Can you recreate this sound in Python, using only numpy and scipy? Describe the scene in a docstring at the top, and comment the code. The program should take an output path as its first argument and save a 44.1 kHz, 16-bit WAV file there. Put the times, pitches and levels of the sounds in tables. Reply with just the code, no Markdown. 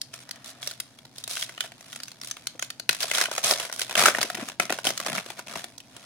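"""A foil card pack is pinched, ripped open and peeled off its cards, close by, over a desk in a small room.
First come creases snapping singly (ringing noise bursts) and thin rustle (showers of tiny buckles).
From 1.3 s tears crowd the showers into a rasp; from 1.6 s fingers and cards bump the pack (low rings, thuds).
From 3.4 s the pouch gapes and booms; fingers drag hardest near 4.7 s (low noise), then the foil settles.
Sliding skin and card add rough noise in four strokes; shaped noise hums faintly as the room throughout."""
import sys
import numpy as np
from scipy import signal
from scipy.fft import rfft, irfft
from scipy.io import wavfile

SR = 44100
rng = np.random.default_rng(int(sys.argv[2]) if len(sys.argv) > 2 else 0)


def transcribe(u):
    """Save the signal u as a 16-bit wav file named by the first command-line argument.

    u: samples, shape (n,) or (channels, n), limited to [-1, 1]; the rate is SR.
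    q: integer samples, one column per channel.
    """
    v = np.clip(np.atleast_2d(u).T, -1, 1)
    q = np.round(v * 32767).astype(np.int16)
    wavfile.write(sys.argv[1], SR, q)


N = 267111
TIME = np.arange(N) / SR

# loud buckles: start_s, crack_level_db, body_above_crack_db, fizz_above_crack_db, facet_ring_hz
SNAP_EVENTS = [(0.0146, -46, -22, 18, 4550), (0.138, -42, -10, 3.5, 5870.0), (0.2907, -46.5, -5, 5.5, 5540),
               (0.31, -41, -26, 9, 4350), (0.358, -52, -17, 3, 6000.0), (0.628, -38, -11.5, 2, 3750),
               (0.6734, -38, -4.5, 11.5, 5850.0), (0.711, -42, -9, 6, 4530),
               (0.8008, -38, -13.5, 10.5, 9500), (0.9872, -53, -8, 5, 3440), (1.0518, -53, 0, 6.5, 3870),
               (1.182, -56.5, 3, 20, 4720), (1.2387, -52, -12, 19.5, 3780), (1.2764, -41.5, -5, 8.5, 8600),
               (1.3102, -44, -5, 12, 3830), (1.3689, -31.5, -14, -3, 3950), (1.4244, -32, -18.5, 3, 3500),
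               (1.4932, -40, -8.5, -2.5, 1980), (1.5772, -36.5, -12.5, -8.5, 3030),
               (1.6056, -28.5, -20, 2.5, 3340), (1.719, -46, -5, -2.5, 1740), (1.8084, -53, 1, 7, 6800),
               (1.9282, -41.5, -15, 3, 3530), (1.9594, -41, -8, 4.5, 9200), (2.001, -43, -13, 3, 4740.0),
               (2.0335, -47.5, -18, 14.5, 4730), (2.0811, -45, -17, 5, 6100), (2.1164, -50, -8, 7.5, 4370),
               (2.214, -46, -17, 10, 5400), (2.234, -43, -22, 2, 4550.0), (2.3114, -39.5, -15, 12, 6250),
               (2.368, -41.5, -13.5, -3, 3870.0), (2.4699, -36, -17, 10, 4300),
               (2.594, -37.5, -11, 4.5, 6640), (2.6242, -30, -11.5, 3, 6850),
               (2.7026, -36.5, -21, 3.5, 4480), (2.7972, -40.5, -7, 9, 4340),
               (2.8916, -17.5, -15.5, 0.5, 4070), (3.029, -32.5, -16, 7.5, 4700),
               (3.1134, -24, -11, -2, 2110), (3.1499, -31.5, -14, 6, 3240), (3.1815, -26, -10, 0, 1480),
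               (3.2121, -20.5, -11.5, 0, 1840), (3.2555, -26, -24, -5, 2620),
               (3.3141, -35.5, 3, 1.5, 5880.0), (3.3792, -28, -2.5, 2.5, 6580), (3.4435, -35, -2, 14, 6300),
               (3.5098, -26, 1.5, 9.5, 5300), (3.536, -34, -12, 9, 4300), (3.5986, -34, -3, 4.5, 2800),
               (3.697, -37.5, -5, -8, 1460.0), (3.7256, -39.5, -3, 8.5, 5600), (3.7936, -34, -19, 6, 9850),
               (3.8161, -31, -11, 6, 4360), (3.953, -22, -7.5, -1.5, 2840), (3.9929, -27, -16, 6, 8690.0),
               (4.0567, -13, -16, -7, 1480), (4.06, -14, -9.5, -1, 1520), (4.082, -17, -4, -9, 1400),
               (4.148, -22.5, -14, -16, 2050), (4.1842, -27.5, -1.5, -6, 1430.0),
               (4.2136, -29, -4, 5.5, 4440), (4.2286, -26, -10, 4.5, 5100), (4.3003, -29.5, -4, -3.5, 1360),
               (4.3496, -34, -15, 2, 2000), (4.4862, -37.5, -12, 4, 7400),
               (4.5982, -18.5, -7.5, -4, 2190.0), (4.6958, -29, -5.5, -8, 2240),
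               (4.703, -28, 2, -3.5, 2420), (4.7236, -27.5, -4, 0, 1370), (4.7867, -32.5, -2, -5, 1540.0),
               (4.8519, -35, -2, 5, 5320.0), (4.8689, -24, -6.5, 1.5, 3260), (4.9039, -31, -1.5, 1, 5980.0),
               (4.976, -36, -18, 8, 5550), (5.0005, -31.5, -7, 0.5, 1260), (5.0628, -33, 1, 4, 5560),
               (5.1505, -32.5, -9, -1, 1440), (5.1798, -26.5, -20, -15, 1940.0), (5.261, -44, 1, 3, 3800),
               (5.302, -39.5, 0, 3, 2520), (5.3918, -37, -4, -1, 1470), (5.5569, -36, 1, -3, 1810),
               (5.6414, -39, -3, 4.5, 2010), (5.7793, -56.5, -1, 17.5, 6100), (5.8022, -49, -22, 3.5, 2700),
               (5.965, -52, 2, 9.5, 2730)]
# seam tears: start_s, end_s, crack_level_db, fizz_above_crack_db, extra_ruptures_per_s (before clumping)
SEAM_RIPS = [(1.294, 1.44, -48.5, 14.5, 1660), (3.003, 3.042, -38, 9, 3500), (3.138, 3.241, -32.5, 5, 2300),
             (3.437, 3.525, -33, 8.5, 5800), (3.973, 4.091, -24, 1.5, 3700), (4.847, 4.896, -36, 7.5, 1900)]
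# fingers flex the foil: start_s, end_s, crack_level_db, fizz_above_crack_db
FOIL_FLEXES = [(0.135, 0.155, -49.5, 7), (0.18, 0.23, -56.5, 7), (0.445, 0.505, -54.5, 12),
               (0.62, 0.725, -56, 14.5), (1.16, 1.21, -58, 10), (1.61, 1.66, -46.5, 4),
               (1.91, 1.97, -61.5, 14), (2.03, 2.1, -71.5, 20), (2.235, 2.29, -52, 14),
               (2.62, 2.645, -62, 21), (2.905, 2.945, -41, 9), (3.06, 3.12, -43.5, 7.5),
               (3.315, 3.39, -41, 5.5), (3.55, 3.655, -40, 4.5), (3.725, 3.77, -51, 13),
               (3.795, 3.83, -45, 12), (3.898, 3.92, -37, 1.5), (4.15, 4.25, -38.5, 2),
               (4.345, 4.42, -40, -4.5), (4.485, 4.51, -43, 1.5), (4.61, 4.65, -38, 3),
               (4.705, 4.745, -41.5, 3.5), (4.77, 4.8, -52, 8.5), (5.0, 5.05, -45.5, 1.5),
               (5.06, 5.19, -35.5, 0.5), (5.28, 5.32, -50, 2.5), (5.375, 5.405, -46.5, 1),
               (5.47, 5.53, -45, 2), (5.54, 5.6, -43.5, 2.5)]
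# grip keeps the foil rustling between strokes: time_s, crack_level_db
GRIP_CURVE = [(0, -66), (0.4, -64), (0.74, -60.5), (0.92, -64), (1.11, -66), (1.28, -60), (1.5, -54.5),
              (1.72, -64.5), (1.87, -55), (2.18, -63), (2.3, -57), (2.88, -68), (2.96, -53), (3.87, -51.5),
              (4.12, -49.5), (4.48, -51.5), (4.57, -72), (4.66, -76), (4.97, -50), (5.34, -58), (5.43, -70),
              (5.57, -50.5), (5.8, -67), (6.05, -56)]
# fingertips, cards and torn edges slide along the pouch: start_s, end_s, level_db
SLIDE_STROKES = [(0.26, 0.736, -55.5), (3.18, 3.227, -35), (3.504, 3.67, -54), (5.924, 6.053, -59.5)]
# finger drag, strongest while the cards are worked out: time_s, level_re_body_db
DRAG_CURVE = [(3.9, -17.5), (4.15, -7), (4.7, -5), (5.7, -10.5)]
# fingers and cards bump the pack: start_s, ring_level_db, ring_hz
BUMP_EVENTS = [(1.643, -32, 658), (2.55, -39, 503), (2.895, -32, 139), (3.041, -25, 660),
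               (3.283, -28.5, 660), (3.448, -26.5, 134), (3.455, -37, 221), (3.52, -17.5, 590),
               (4.081, -21, 366), (4.183, -28.5, 234), (4.245, -26.5, 370), (4.384, -28, 350),
               (4.424, -23.5, 262), (4.429, -28, 596), (4.601, -27, 187), (4.702, -26, 318),
               (4.728, -34, 252), (4.87, -24, 258), (4.903, -37, 174), (5.085, -29, 306),
               (5.562, -27.5, 184)]
# wrapper registers, in order body (whole pouch), crack (large facets), fizz (small facets): low_hz, high_hz
REGISTER_EDGES = [(300, 1000), (1000, 2800), (2800, 16500)]
# resonances of the pouch and the space round it: centre_hz, width_hz, lift_db
POUCH_MODES = [(353, 52, 10.5), (683, 140, 12.5), (1430, 193, 10), (1939, 270, 9), (4600, 460, -0.5),
               (9660, 2430, 7)]
# reflections off desk and hands: nominal_delay_s, gain
NEAR_ECHOES = [(.0018, 0.44), (0.0085, 0.049), (0.0239, 0.023)]
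# spectrum of a buckle: freq_hz, relative_level_db
FOIL_SPECTRUM = [(30, -40), (110, -30.5), (220, -14.5), (900, -8), (2000, -12), (2500, -5.5), (3300, 2.5),
                 (6200, 1.5), (7500, -3.5), (10000, -7), (13000, -9.5), (16000, -10.5)]
# spectrum of rubbing fingers: freq_hz, relative_level_db
RUB_SPECTRUM = [(30, -34), (60, -13), (120, 1.5), (200, 8), (280, 7), (400, -44), (1000, -45)]
# spectrum of the room: freq_hz, relative_level_db
ROOM_SPECTRUM = [(25, -17), (40, -24), (60, -8.5), (90, -10), (127, 8.5), (160, -3.5), (250, 2.5),
                 (400, -12), (650, -7.5), (1000, -13.5), (1500, -52), (4500, -16), (10000, -35),
                 (16000, -37)]

# every flex, rip and slide swells and lets go at these rates
ATTACK_DB_PER_S, RELEASE_DB_PER_S = 1596, 532
# body against crack while closed, then its gain as the pouch gapes
CLOSED_BODY_DB, OPEN_BODY_DB = -9, 5
OPENS_S, OPENING_S = 3.37, 0.1
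# fizz against crack at a firm grip; a lighter grip has relatively less fizz
FIRM_GRIP_DB, GRIP_FIZZ_DB, FIZZ_DB_PER_GRIP_DB = -50, 6.5, 0.18
CUTOFF_HZ = 16200


def snaps(head_s=0.008):
    """Loud buckles: a facet flips and rings; body, crack and fizz are levelled over the first head_s."""
    out = np.zeros((2, N + SR))
    head = int(head_s * SR)
    plateaus_hz = np.ravel(np.multiply(REGISTER_EDGES, [1.3, 0.9]))
    for start_s, crack_db, body_db, fizz_db, facet_hz in SNAP_EVENTS:
        flip = buckle(facet_hz, t60_s=0.018, facet_db=9.5, facet_width_hz=560)
        snap = wrapper(flip + chirp(facet_hz))
        own_db = [10 * np.log10(np.mean(register(snap[:, :head], edges) ** 2)) for edges in REGISTER_EDGES]
        weight_db = crack_db + np.array([body_db, 0, fizz_db]) - own_db
        snap = colour(snap, list(zip(plateaus_hz, np.repeat(weight_db, 2))))
        at = max(0, int(start_s * SR))
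        out[:, at:at + snap.shape[1]] += snap
    return out[:, :N]


def buckle(facet_hz, t60_s, facet_db, facet_width_hz, flip_s=0.0013, rise_s=0.00018):
    """A facet flips over in flip_s, then the sheet flutters out with the facet's ring."""
    t = TIME[:2048]
    decay = from_db(-60 * np.maximum(t - flip_s, 0) / t60_s)
    shape = (1 - np.exp(-t / rise_s)) * decay
    return resonate(two_ports(len(t)) * shape, facet_hz, facet_width_hz, facet_db)


def chirp(facet_hz, chirp_db=-12, t60_s=0.022, rise_fraction=0.21, taut_s=0.006):
    """The freed facet pulls taut, so its ring sweeps upwards as it dies."""
    t = TIME[:2048]
    hz = facet_hz * (1 + rise_fraction * (0.5 - np.exp(-t / taut_s)))
    phase = 2 * np.pi * (np.cumsum(hz) / SR + rng.random((2, 1)))
    return from_db(chirp_db - 60 * t / t60_s) * np.sin(phase)


def wrapper(x):
    """Foil colours the sound, the pouch resonates, desk and hands reflect."""
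    x = colour(x, FOIL_SPECTRUM)
    for centre_hz, width_hz, lift_db in POUCH_MODES:
        x = resonate(x, centre_hz, width_hz, lift_db)
    out = x.copy()
    for delay_s, gain in NEAR_ECHOES:
        lag = max(1, int(delay_s * rng.uniform(0.85, 1.15) * SR))
        out[:, lag:] += gain * x[:, :-lag]
    return out


def crinkle(levels_db, facet_count=16, even_s=0.023):
    """Small buckles of all sizes come in clumps over the hiss of sliding foil; tearing crowds them."""
    clicks = ruptures()
    dealt = rng.integers(0, facet_count, N)  # each rupture goes to one facet
    shower = 0
    for k, facet_hz in enumerate(np.geomspace(1500, 10000, facet_count)):
        flip = buckle(facet_hz, t60_s=0.016, facet_db=6.5, facet_width_hz=530, flip_s=0.000098)
        facet = rms_one(wrapper(flip))
        shower = shower + convolve((clicks * (dealt == k))[None], facet)
    quiet_db = np.clip(-24.5 - levels_db[2], 0, 22)  # how far the fizz lies below its strongest
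    shower = rms_one(shower) + foil_hiss(quiet_db)
    window = signal.windows.hann(int(even_s * SR))
    out = 0
    for edges, level_db in zip(REGISTER_EDGES, levels_db):
        part = register(shower, edges)
        power = signal.oaconvolve(np.mean(part ** 2, 0), window / window.sum(), "same")
        evened = part / np.sqrt(np.abs(power) + 1e-9)
        out = out + from_db(level_db) * evened  # the hands set the strength
    return soften_quiet_treble(out, quiet_db)


def ruptures(base_per_s=460, spread_db=6, clump_db=4):
    """Random clicks of either sign and exponential dB spread; rips and slow drift crowd them."""
    rate_per_s = base_per_s
    for start_s, end_s, _, _, extra_per_s in SEAM_RIPS:
        rate_per_s = rate_per_s + extra_per_s * ((TIME > start_s) & (TIME < end_s))
    born = rng.random(N) < rate_per_s * from_db(clump_db * drift(70)) / SR
    size_db = spread_db * np.minimum(rng.exponential(1, N), 4.5)
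    return born * from_db(size_db) * rng.choice([-1, 1], N)


def foil_hiss(quiet_db, hiss_db=-22, slip_db=9.5, gentle_db_per_db=0.6):
    """Sliding foil sticks and slips; a light grip slides more than it buckles."""
    hiss = rms_one(wrapper(two_ports(N) * from_db(slip_db * drift(270))))
    return from_db(hiss_db + gentle_db_per_db * quiet_db) * hiss


def soften_quiet_treble(x, quiet_db, soften_db_per_db=0.08, split_hz=7000):
    """The quieter the rustle, the weaker its treble above split_hz."""
    soft = signal.sosfiltfilt(signal.butter(2, split_hz, fs=SR, output="sos"), x)
    return soft + from_db(-soften_db_per_db * quiet_db) * (x - soft)


def handling():
    """Body, crack and fizz levels of the shower (dB): powers of grip, flexes and rips add."""
    t = TIME[::40]
    grip_db = np.interp(t, *np.transpose(GRIP_CURVE))
    grip_fizz_db = GRIP_FIZZ_DB + FIZZ_DB_PER_GRIP_DB * (grip_db - FIRM_GRIP_DB)
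    crack = from_db(grip_db) ** 2
    fizz = crack * from_db(grip_fizz_db) ** 2
    for start_s, end_s, level_db, fizz_db, *_ in list(FOIL_FLEXES) + list(SEAM_RIPS):
        power = from_db(level_db + stroke_db(t, start_s, end_s)) ** 2
        crack = crack + power
        fizz = fizz + power * from_db(fizz_db) ** 2
    crack_db = np.interp(TIME, t, 10 * np.log10(crack))
    fizz_db = np.interp(TIME, t, 10 * np.log10(fizz))
    body_db = crack_db + CLOSED_BODY_DB + opening_db(TIME)
    return [body_db, crack_db, fizz_db]


def stroke_db(t, start_s, end_s):
    """One movement of the hands swells, holds at 0 dB and lets go."""
    attack_db = -ATTACK_DB_PER_S * np.maximum(start_s - t, 0)
    release_db = -RELEASE_DB_PER_S * np.maximum(t - end_s, 0)
    return attack_db + release_db


def opening_db(t):
    """The pouch gains body as it gapes."""
    return OPEN_BODY_DB * np.clip((t - OPENS_S) / OPENING_S, 0, 1)


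def bumps(t60_s=0.036, rise_s=0.0017, thud_db=-4):
    """Soft contacts: a short low ring and a dull noise thud."""
    out = np.zeros((2, N + SR))
    t = TIME[:SR // 8]
    for start_s, level_db, ring_hz in BUMP_EVENTS:
        thud = rms_one(band(two_ports(len(t)), ring_hz / 2, ring_hz * 2))
        ring = np.sin(2 * np.pi * ring_hz * t)
        shape = from_db(level_db - 60 * t / t60_s) * (1 - np.exp(-t / rise_s))
        at = int(start_s * SR)
        out[:, at:at + len(t)] += shape * (ring + from_db(thud_db) * thud)
    return band(out[:, :N], 85, 3100)


def rubbing(body_db, rough_db=3):
    """Fingers dragging on the stiff pack rumble in step with the pouch."""
    drag_db = np.interp(TIME, *np.transpose(DRAG_CURVE))
    rumble = rms_one(colour(two_ports(N), RUB_SPECTRUM))
    return from_db(body_db + drag_db + rough_db * drift(50)) * rumble


def sliding(low_hz=580, high_hz=2300, rough_db=4):
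    """Skin and card stick and slip on the foil, stirring the pouch's low resonances."""
    level = 0
    for start_s, end_s, level_db in SLIDE_STROKES:
        level = level + from_db(level_db + np.maximum(stroke_db(TIME, start_s, end_s), -80))
    friction = two_ports(N) * from_db(rough_db * drift(90))
    return level * rms_one(band(wrapper(friction), low_hz, high_hz))


def room(x, wet_db=-17.5, treble_db=-4, t60_s=0.26, treble_t60_s=0.17, build_s=0.008):
    """A short diffuse tail of decaying noise whose treble dies first."""
    t = TIME[:SR // 2]
    noise = two_ports(len(t)) * (1 - np.exp(-(t / build_s) ** 2))
    low = band(noise, 120, 5500) * from_db(-60 * t / t60_s)
    high = band(noise, 5500, 16000) * from_db(treble_db - 60 * t / treble_t60_s)
    tail = rms_one(low - high) / np.sqrt(len(t))
    return x + from_db(wet_db) * convolve(x, tail)


def ports(x, bass_left_db=2.0, treble_left_db=-0.72, split_hz=2000, right_lag_samples=3):
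    """The pack is nearer the left port, heard first and fuller; the foil's treble beams to the right."""
    bass = signal.lfilter(*signal.butter(1, split_hz, fs=SR), x)
    treble = x - bass
    sides = np.array([[1], [-1]])
    left, right = bass * from_db(bass_left_db * sides) + treble * from_db(treble_left_db * sides)
    return np.array([left, np.pad(right, (right_lag_samples, 0))[:N]])


def room_hum(level_db=-56.5):
    """The room's steady hum: noise in its own spectrum."""
    return from_db(level_db) * rms_one(colour(two_ports(N), ROOM_SPECTRUM))


def two_ports(size, alike_hz=2400, bass_apart=0.26):
    """Stereo noise as two spaced ports hear it: long waves alike, short ones unrelated."""
    mid, side = rfft(rng.standard_normal((2, size)))
    hz = np.arange(len(mid)) * SR / size
    apart = np.clip(bass_apart + (hz / alike_hz) ** 2 / 2, 0, 1)
    return irfft((mid + apart * side * [[1], [-1]]) / np.sqrt(1 + apart ** 2), size)


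def drift(knots_per_s):
    """Smooth random curve of rms 1."""
    knots = rng.standard_normal(int(N / SR * knots_per_s) + 2)
    return rms_one(np.interp(TIME * knots_per_s, np.arange(len(knots)), knots))


def register(x, edges_hz):
    """One register; a twice-applied band-pass joins its neighbours without a notch."""
    return band(band(x, *edges_hz), *edges_hz)


def band(x, low_hz, high_hz):
    """Band-pass."""
    return signal.sosfilt(signal.butter(2, [low_hz, high_hz], "band", fs=SR, output="sos"), x)


def resonate(x, hz, width_hz, lift_db):
    """Lift one resonance out of the sound."""
    peak = signal.lfilter(*signal.iirpeak(hz, hz / width_hz, fs=SR), x)
    return x + (from_db(lift_db) - 1) * peak


def colour(x, spectrum):
    """Causal (minimum-phase) filter with the given spectrum, by folding its cepstrum."""
    size = 8192
    hz, db = np.transpose(spectrum)
    grid_hz = np.maximum(np.arange(size // 2 + 1) * SR / size, 1)
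    gain = from_db(np.interp(np.log(grid_hz), np.log(hz), db))
    cepstrum = irfft(np.log(gain))
    cepstrum[1:size // 2] *= 2
    cepstrum[size // 2 + 1:] = 0
    return convolve(x, irfft(np.exp(rfft(cepstrum)))[None])


def convolve(x, response):
    """Pass through an impulse response, keeping the length."""
    return signal.oaconvolve(x, response, axes=-1)[:, :x.shape[-1]]


def rms_one(x):
    """Scale to rms 1."""
    return x / np.sqrt(np.mean(x ** 2) + 1e-20)


def from_db(db):
    """Decibels to gain."""
    return 10 ** (np.asarray(db) / 20)


def scene():
    """Wrapper and hands in the room, over its steady hum."""
    levels_db = handling()
    foil = snaps() + crinkle(levels_db)
    hands = bumps() + rubbing(levels_db[0]) + sliding()
    return ports(room(foil + hands)) + room_hum()


def record(dry, top=1.1):
    """The highest peaks are rounded, then a steep low-pass cuts the top."""
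    low_pass = signal.cheby1(14, 0.2, CUTOFF_HZ, fs=SR, output="sos")
    return signal.sosfilt(low_pass, top * np.tanh(dry / top))


dry = scene()
out = record(dry)
transcribe(out)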